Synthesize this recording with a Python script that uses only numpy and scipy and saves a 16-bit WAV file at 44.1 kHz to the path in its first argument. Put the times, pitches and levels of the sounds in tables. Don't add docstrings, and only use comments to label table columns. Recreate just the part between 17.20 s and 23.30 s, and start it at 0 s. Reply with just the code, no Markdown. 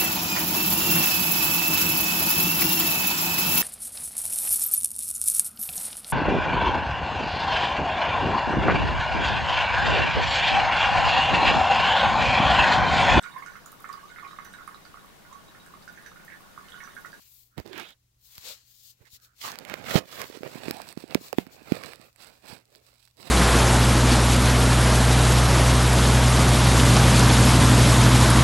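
import sys
import numpy as np
from scipy import signal
from scipy.fft import rfft, irfft
from scipy.io import wavfile

SR = 44100
rng = np.random.default_rng(int(sys.argv[2]) if len(sys.argv) > 2 else 0)


def pcm_store(signal):
    levels = np.round(np.clip(np.atleast_2d(signal), -1, 1) * 32767)
    wavfile.write(sys.argv[1], SR, levels.astype(np.int16).T)


N = 269010
T = np.arange(N) / SR

# fastest moment, rise and fall in seconds, rasp level in dB,
# then pressing body (before its trim) and fibre grit, both in dB relative to the rasp.
CASE_DRAGS = [(0.383, 0.012, 0.033, -39.5, 6.5, -8.5), (0.465, 0.023, 0.093, -51.5, 7.5, -0.5),
              (0.585, 0.083, 0.082, -35.5, -5, -8.5), (0.7, .08, 0.041, -49, -3, -7),
              (1.165, 0.11, 0.057, -62, -13, 1.5), (1.289, 0.12, 0.097, -51, -7.5, 0),
              (1.82, 0.031, 0.048, -62, 4, -17), (1.876, 0.028, .03, -60, -12, 3.5),
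              (1.95, .03, 0.045, -71.5, -2, 17), (2.047, 0.055, 0.06, -76, 5, 13),
              (2.215, 0.0084, 0.069, -44, -18, 8.5), (2.26, 0.041, 0.11, -34.5, -7.5, -5),
              (2.34, 0.041, .04, -42.5, -0.5, -8), (2.41, 0.057, .1, -45, 2.5, -8),
              (2.515, 0.069, 0.075, -34.5, -3, -13.5), (2.61, 0.23, 0.14, -46, 5, -7.5),
              (2.71, 0.079, 0.1, -29.5, -1.5, -6.5), (2.76, 0.018, 0.031, -19.5, 4.5, -4),
              (2.783, 0.02, .015, -24, 1, -2.5), (2.815, .02, 0.056, -47, 8, -7),
              (2.925, 0.066, 0.24, -43.5, -3.5, 0.5), (3.015, 0.07, 0.062, -33, -2.5, -8.5),
              (3.17, 0.094, 0.035, -44.5, 1, -0.5), (3.265, 0.044, 0.037, -38, 5, -20),
              (3.35, 0.098, 0.11, -41.5, 0.5, -5), (3.48, 0.14, .12, -38, 2.5, -4),
              (3.595, 0.12, .09, -41, -1.5, -6), (3.71, 0.2, 0.052, -47.5, -0.5, 0.5),
              (3.785, 0.036, 0.12, -48, 1, 0), (3.92, 0.053, 0.03, -41.5, 4, -8),
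              (4.065, 0.093, 0.092, -50, -1.5, -0.5), (4.3, 0.23, 0.24, -58, 5, -9),
              (4.402, 0.099, 0.054, -52, -0.5, -5), (4.535, 0.097, 0.16, -38, 1, -6),
              (4.68, 0.12, 0.097, -40.5, -1, -3), (4.825, 0.067, 0.088, -50, -0.5, -4.5),
              (5.015, 0.059, 0.13, -49.5, -5, 1.5), (5.1, 0.11, 0.12, -53.5, 0, -0.5),
              (5.305, 0.072, 0.1, -41.5, 0, -2), (5.555, 0.1, 0.1, -60, 4, 1.5),
              (5.685, 0.083, 0.16, -61, -2.5, 3.5), (5.84, 0.12, 0.11, -66.5, -8.5, 10.5),
              (6.0, 0.032, 0.12, -51.5, 4.5, 3), (6.095, .09, .1, -42, 0.5, -2.5)]
# fastest moment, rise and fall in seconds, hiss level on the left
# in dB, then flapping panel and airy sheen, both in dB relative to the hiss.
CLOTH_SWISHES = [(0.01, 0.078, 0.14, -53, -10, 1.5), (0.14, 0.12, 0.16, -54.5, -15, 9),
                 (0.385, .015, 0.064, -54, -3.5, 0), (0.603, 0.096, 0.11, -51.5, 0.5, -5),
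                 (0.69, 0.14, 0.049, -53, -8, -3), (1.07, 0.071, 0.14, -53.5, -19, 4.5),
                 (1.18, 0.11, 0.094, -46.5, -11.5, 1), (1.285, 0.088, 0.094, -36, -11, -4),
                 (1.37, .03, 0.15, -53, -12, -8), (1.52, 0.11, 0.083, -56.5, -14, 4),
                 (1.705, 0.21, 0.033, -47.5, -20, 2), (1.85, 0.31, 0.055, -65, -9, 0),
                 (1.952, 0.054, 0.03, -44.5, -19.5, 0.5), (2.043, 0.043, 0.041, -52.5, -17, 1.5),
                 (2.255, 0.071, 0.082, -34.5, -11, -1.5), (2.53, 0.13, 0.24, -51.5, -5, -3),
                 (2.748, 0.11, 0.052, -33, -4.5, -3), (3.0, 0.16, 0.087, -44.5, -7, 2.5),
                 (3.07, 0.057, 0.062, -46.5, -18, 1), (3.28, .13, 0.27, -49, -18, -1),
                 (3.55, .1, 0.13, -57, -1, 0), (3.68, 0.14, 0.062, -54.5, -3, -1),
                 (3.8, .03, 0.055, -61, -20, -1), (3.94, .04, 0.087, -53.5, -11, -2),
                 (4.059, 0.076, 0.061, -43.5, -12, 1), (4.19, 0.049, 0.079, -48, -4, 1),
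                 (4.335, 0.038, 0.055, -50, -12, 0), (4.53, 0.15, 0.22, -52.5, -12, -1),
                 (4.86, .05, 0.07, -60, -13, 2), (5.15, .15, 0.23, -64.5, -20, 0),
                 (5.54, .04, 0.045, -62, -22, 0), (5.635, 0.03, .14, -64, -19, 0)]
# start in seconds, level in dB, starting pitch in Hz.
CASE_BUMPS = [(0.3733, -29, 239), (0.3819, -20.5, 244), (0.394, -27, 90), (0.4001, -26, 573),
              (0.4594, -30.5, 570), (1.18, -40.5, 120), (1.81, -43.5, 110), (1.93, -46, 100),
              (2.5396, -21.5, 644), (2.755, -1.5, 213), (2.7554, -8, 483), (3.0995, -28, 452),
              (3.172, -27.5, 433), (3.2072, -31, 300), (3.2322, -20, 580), (3.3552, -24.5, 318),
              (3.4824, -15, 414), (3.5077, -17, 358), (3.6012, -22.5, 1160), (3.7732, -19, 320),
              (3.839, -24, 408), (3.9485, -17.5, 1650), (3.9529, -4.5, 363), (4.0113, -32.5, 384),
              (4.129, -16, 850), (4.1325, -20.5, 590), (4.1842, -4, 364), (4.1846, -15.5, 970),
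              (4.2684, -31, 300), (4.418, -37, 385), (4.5204, -4, 312), (4.7966, -40, 320),
              (5.3277, -31.5, 215)]
# start in seconds, left and right level in dB, ring in Hz.
EDGE_CLICKS = [(0.3794, -55, -37, 1340), (0.3996, -62, -40, 1640), (0.4627, -60, -44, 2070),
               (0.5314, -65, -35.5, 3560), (.579, -51, -34, 1640), (1.1807, -37, -38.5, 1600),
               (2.3183, -36, -35.5, 6030), (2.3568, -59, -35.5, 2370), (2.3877, -32.5, -34.5, 4270),
               (2.4505, -63, -36, 1950), (2.4983, -58, -31, 1690), (2.5403, -43, -23.5, 2070),
               (2.7566, -32, -21, 2286), (3.017, -45, -25.5, 2370), (3.2334, -62.5, -34, 1470),
               (3.483, -47, -31, 2370), (3.5098, -26, -26.5, 4170), (3.7271, -65, -39, 9000),
               (3.7756, -56, -39, 4360), (3.909, -60, -38, 4400), (3.947, -23.5, -17.5, 2260),
               (4.1288, -40, -28, 2800), (4.1845, -50, -25.5, 3500), (4.267, -54, -43, 1360),
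               (4.5216, -43, -27.5, 2320), (4.6365, -60, -31, 2480), (4.661, -60, -37, 8100),
               (4.7343, -49, -35.5, 2120), (4.961, -74, -48, 8100), (5.046, -57, -43, 8300),
               (5.5507, -68, -46, 4420), (5.8274, -69, -54.5, 2580), (5.876, -70, -52, 3860),
               (6.029, -68, -41, 4250)]
# start and length in seconds, pitch in Hz,
# left and right level in dB.
STRAIN_CREAKS = [(0.311, 0.14, 1408, -81, -64.5), (0.448, 0.19, 356, -84, -43.5),
                 (0.514, 0.23, 3500, -59, -48), (0.542, 0.12, 2580, -67, -42.5),
                 (1.236, .11, 516, -65, -52.5), (1.241, 0.098, 3980, -41, -66),
                 (1.848, 0.036, 1950, -71, -55.5), (1.962, 0.2, 1450, -84.5, -65),
                 (2.235, 0.081, 1135, -58, -38.5), (2.758, 0.029, 467, -50, -36),
                 (3.522, 0.086, 780, -59, -41)]
# pitch in Hz, decay in seconds, relative level in dB.
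WALL_MODES = [(1675, .0008, -10), (4720, 0.0015, -2), (7150, 0.0014, -15.5), (12400, 0.00046, -1.5),
              (14450, 0.00042, -0.5)]
# frequency in Hz, relative level in dB.
NYLON_EQ = [(300, -16), (600, -19.5), (1100, -17), (1500, -15.5), (2300, -7.5), (3200, -2), (4200, 3),
            (6100, -2.5), (7300, -0.5), (8700, -8.5), (11000, -8), (12800, -2), (15600, -3.5)]
CASE_EQ = [(40, -20.5), (90, -6), (180, -1), (400, 0), (750, -3), (1200, 0.5), (2100, -1), (2900, -7),
           (4300, -9), (5400, -13), (6400, -17), (9300, -21.5), (12500, -22), (15600, -23)]
CUPPED_EQ = [(1000, 1.5), (2000, -3), (2600, 4), (3150, -1.5), (4000, 5), (4900, 5), (6000, 0.5),
             (6900, -1), (8000, 11.5), (9800, 1), (11200, 8), (12800, 2.5), (15500, 5)]
ROOM_EQ = [(25, -12.5), (60, -0.5), (120, -7), (170, -13.5), (260, -16), (500, -22.5), (1500, -26.5),
           (4000, -22.5), (7300, -23), (8800, -27), (15000, -25.5)]


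def drag(rasp, body, grit, body_hz=700, grit_hz=3000, body_trim_db=-1.5, cupped_from_s=3.15,
         snag_even_db=-54.5, snag_slope=0.44, leak_db=-39, shake_db=-22):
    grip = undb(2 * wander(260) + wander(45))
    friction = through_case(slips(14000, 2.32) * grip)
    friction = bag_echo(friction, echo_db=-10.5, lag_s=0.001432, sway=0.21)
    snags = through_case(slips(230, 4.7))
    cupped = np.clip((T - cupped_from_s) / 0.17, 0, 1)

    def at_port(x):
        return unit((1 - cupped) * unit(x) + cupped * unit(colour(x, CUPPED_EQ)))

    low = unit(band(band(friction, "low", body_hz), "high", 55, order=1))
    mid = at_port(band(friction, "band", [body_hz, grit_hz]))
    fibres = at_port(band(friction, "high", grit_hz)) * undb(2 * wander(70))
    crackle = at_port(band(snags, "high", 5030, order=2))
    snagging = (grit / undb(snag_even_db) + 1e-9) ** -snag_slope
    top = (fibres + snagging * crackle) / np.sqrt(1 + snagging ** 2)
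    right = low * body * undb(body_trim_db) + mid * rasp + top * grit
    shaking = unit(band(rng.standard_normal(N), "band", [35, 160], order=2)) * body
    return np.array([undb(leak_db) * right + undb(shake_db) * shaking, right])


def bumps(sag=0.32, contact_s=0.0006, contact_cycles=0.27, scuff_db=-27,
          ring_hz=185, ring_s=0.0278, ring_db=-31, far_db=-22):
    right, t = np.zeros(N), np.arange(SR // 7) / SR
    for start, db, hz in CASE_BUMPS:
        swell_s = contact_s + contact_cycles / hz
        push = t / swell_s * np.exp(1 - t / swell_s)
        thud = np.sin(2 * np.pi * np.log1p(sag * hz * t) / sag)
        scuff = undb(scuff_db) * through_case(rng.standard_normal(len(t)))
        ring = undb(ring_db) * damped_sine(t, ring_hz, ring_s)
        add(right, start, undb(db) * (push * (thud + scuff) + ring))
    right = band(right, "high", 62, order=2)
    left = undb(far_db) * band(right, "low", 190, order=2)
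    return np.array([left, right])


def swish(hiss, panel, sheen, panel_hz=450, hiss_hz=2800, sheen_hz=9500):
    folds = undb(1.4 * wander(90))
    ports = []
    for top_db, panel_db in [(0, 0), (-8, -2)]:
        weave = colour(slips(16000, 2.2) * folds, NYLON_EQ)
        weave = bag_echo(weave, echo_db=-12, lag_s=0.000798, sway=0.1205)
        treble = unit(band(weave, "high", hiss_hz))
        top = hiss * band(treble, "low", sheen_hz) + sheen * band(treble, "high", sheen_hz)
        flap = panel * unit(band(weave, "band", [panel_hz, hiss_hz]))
        ports.append(top * undb(top_db) + flap * undb(panel_db))
    return np.array(ports)


def clicks(crack_s=0.00023, ring_s=0.00042, ring_at_db=-38.5, ring_growth=0.39, level_window_s=0.003):
    out, t = np.zeros((2, N)), np.arange(SR // 50) / SR
    mode_hz, mode_s, mode_db = np.transpose(WALL_MODES)[:, :, None]
    window_gain = np.sqrt(level_window_s * SR / len(t))
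    for start, left_db, right_db, spot_hz in EDGE_CLICKS:
        spot_s = ring_s * undb(max(left_db, right_db) - ring_at_db) ** ring_growth
        detune = 1 + 0.09 * rng.standard_normal(mode_hz.shape)
        crack = unit(rng.standard_normal(len(t)) * np.exp(-t / crack_s))
        walls = unit(np.sum(undb(mode_db) * damped_sine(t, mode_hz * detune, mode_s), axis=0))
        spot = unit(damped_sine(t, spot_hz, spot_s))
        left = walls + undb(-1) * unit(band(crack, "high", 3000, order=1))
        right = through_case(crack) + undb(-1) * spot + undb(-8) * walls
        for port, sound, db in zip(out, (left, right), (left_db, right_db)):
            click = unit(band(sound, "high", 1000, order=2))
            add(port, start, undb(db) * window_gain * click)
    return out


def creaks(width=0.13):
    out = np.zeros((2, N))
    for start, length, hz, left_db, right_db in STRAIN_CREAKS:
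        progress = np.clip((T - start) / length, 0, 1)
        load = np.sqrt(np.abs(np.sin(np.pi * progress)))
        ring = band(slips(4000, 1.7), "band", [hz * (1 - width), hz * (1 + width)], order=2)
        out += undb([[left_db], [right_db]]) * load * unit(ring)
    return out


def room(air_db=-69.5, hum_hz=120, hum_db=-74.5):
    common, left, right = (unit(colour(rng.standard_normal(N), ROOM_EQ)) for _ in range(3))
    drone = band(common, "low", 220)
    hiss = np.array([band(left, "high", 240), undb(-3) * band(right, "high", 220)])
    hum = np.sqrt(2) * np.sin(2 * np.pi * hum_hz * T) * undb(hum_db + 1.3 * wander(2.7))
    return undb(air_db) * (drone + hiss) + hum


def strokes(table, roundness, edge_db=17.5):
    power = np.zeros((3, N))
    for peak, rise, fall, db, *relative_db in table:
        near = slice(max(int((peak - 3 * rise) * SR), 0), int((peak + 3 * fall) * SR))
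        from_peak = np.maximum((peak - T[near]) / rise, (T[near] - peak) / fall)
        swell = undb(-edge_db * from_peak ** roundness)
        layer_gains = undb(db + np.array([0, *relative_db]))
        power[:, near] += np.outer(layer_gains, swell) ** 2
    return np.sqrt(power)


def jolts(rasp_db=-35, body_db=-30.5, grit_db=-42, settle_s=0.019):
    settling, t = np.zeros(N), np.arange(SR // 4) / SR
    for start, db, _ in CASE_BUMPS:
        add(settling, start, undb(db) * np.exp(-t / settle_s))
    return np.outer(undb([rasp_db, body_db, grit_db]), settling)


def slips(per_second, spread_db):
    size = undb(spread_db * np.minimum(rng.exponential(size=N), 5))
    return unit((rng.random(N) < per_second / SR) * size * rng.choice([-1, 1], N))


def through_case(x):
    return unit(colour(x, CASE_EQ))


def bag_echo(x, echo_db, lag_s, sway):
    lag = lag_s * np.exp(sway * wander(5))
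    return unit(x + undb(echo_db) * np.interp(T - lag, T, x))


def damped_sine(t, hz, decay_s):
    return np.exp(-t / decay_s) * np.sin(2 * np.pi * hz * t)


def wander(per_second):
    steps = rng.standard_normal(N // 20)
    return unit(np.interp(T * per_second, np.arange(len(steps)), steps))


def colour(x, curve, size=4096):
    hz, db = np.transpose(curve)
    grid_hz = np.maximum(np.fft.rfftfreq(size, 1 / SR), 1)
    gain = undb(np.interp(np.log(grid_hz), np.log(hz), db))
    cepstrum = irfft(np.log(gain))
    cepstrum[1:size // 2] *= 2
    cepstrum[size // 2 + 1:] = 0
    impulse = irfft(np.exp(rfft(cepstrum)))
    return signal.fftconvolve(x, impulse)[:len(x)]


def band(x, kind, hz, order=3):
    return signal.sosfilt(signal.butter(order, hz, kind, fs=SR, output="sos"), x)


def add(track, start_s, sound):
    start = max(int(start_s * SR), 0)
    track[start:start + len(sound)] += sound[:N - start]


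def undb(db):
    return 10 ** (np.asarray(db) / 20)


def unit(x):
    return x / np.sqrt(np.mean(x ** 2))


def scene(left_lag_samples=14):
    rasp, body, grit = np.hypot(strokes(CASE_DRAGS, roundness=1.45), jolts())
    airborne = np.array([undb(-16.5) * grit, undb(-30) * rasp, undb(-18) * grit])
    hiss, panel, sheen = np.hypot(strokes(CLOTH_SWISHES, roundness=1.67), airborne)
    left, right = swish(hiss, panel, sheen) + drag(rasp, body, grit) + bumps() + clicks() + creaks()
    left = np.pad(left, (left_lag_samples, 0))[:N]
    return np.array([left, right]) + room()


def record(dry, top_hz=15900):
    high_cut = signal.ellip(10, 0.2, 70, top_hz, fs=SR, output="sos")
    return signal.sosfilt(high_cut, np.clip(dry, -1, 1))


dry = scene()
out = record(dry)
pcm_store(out)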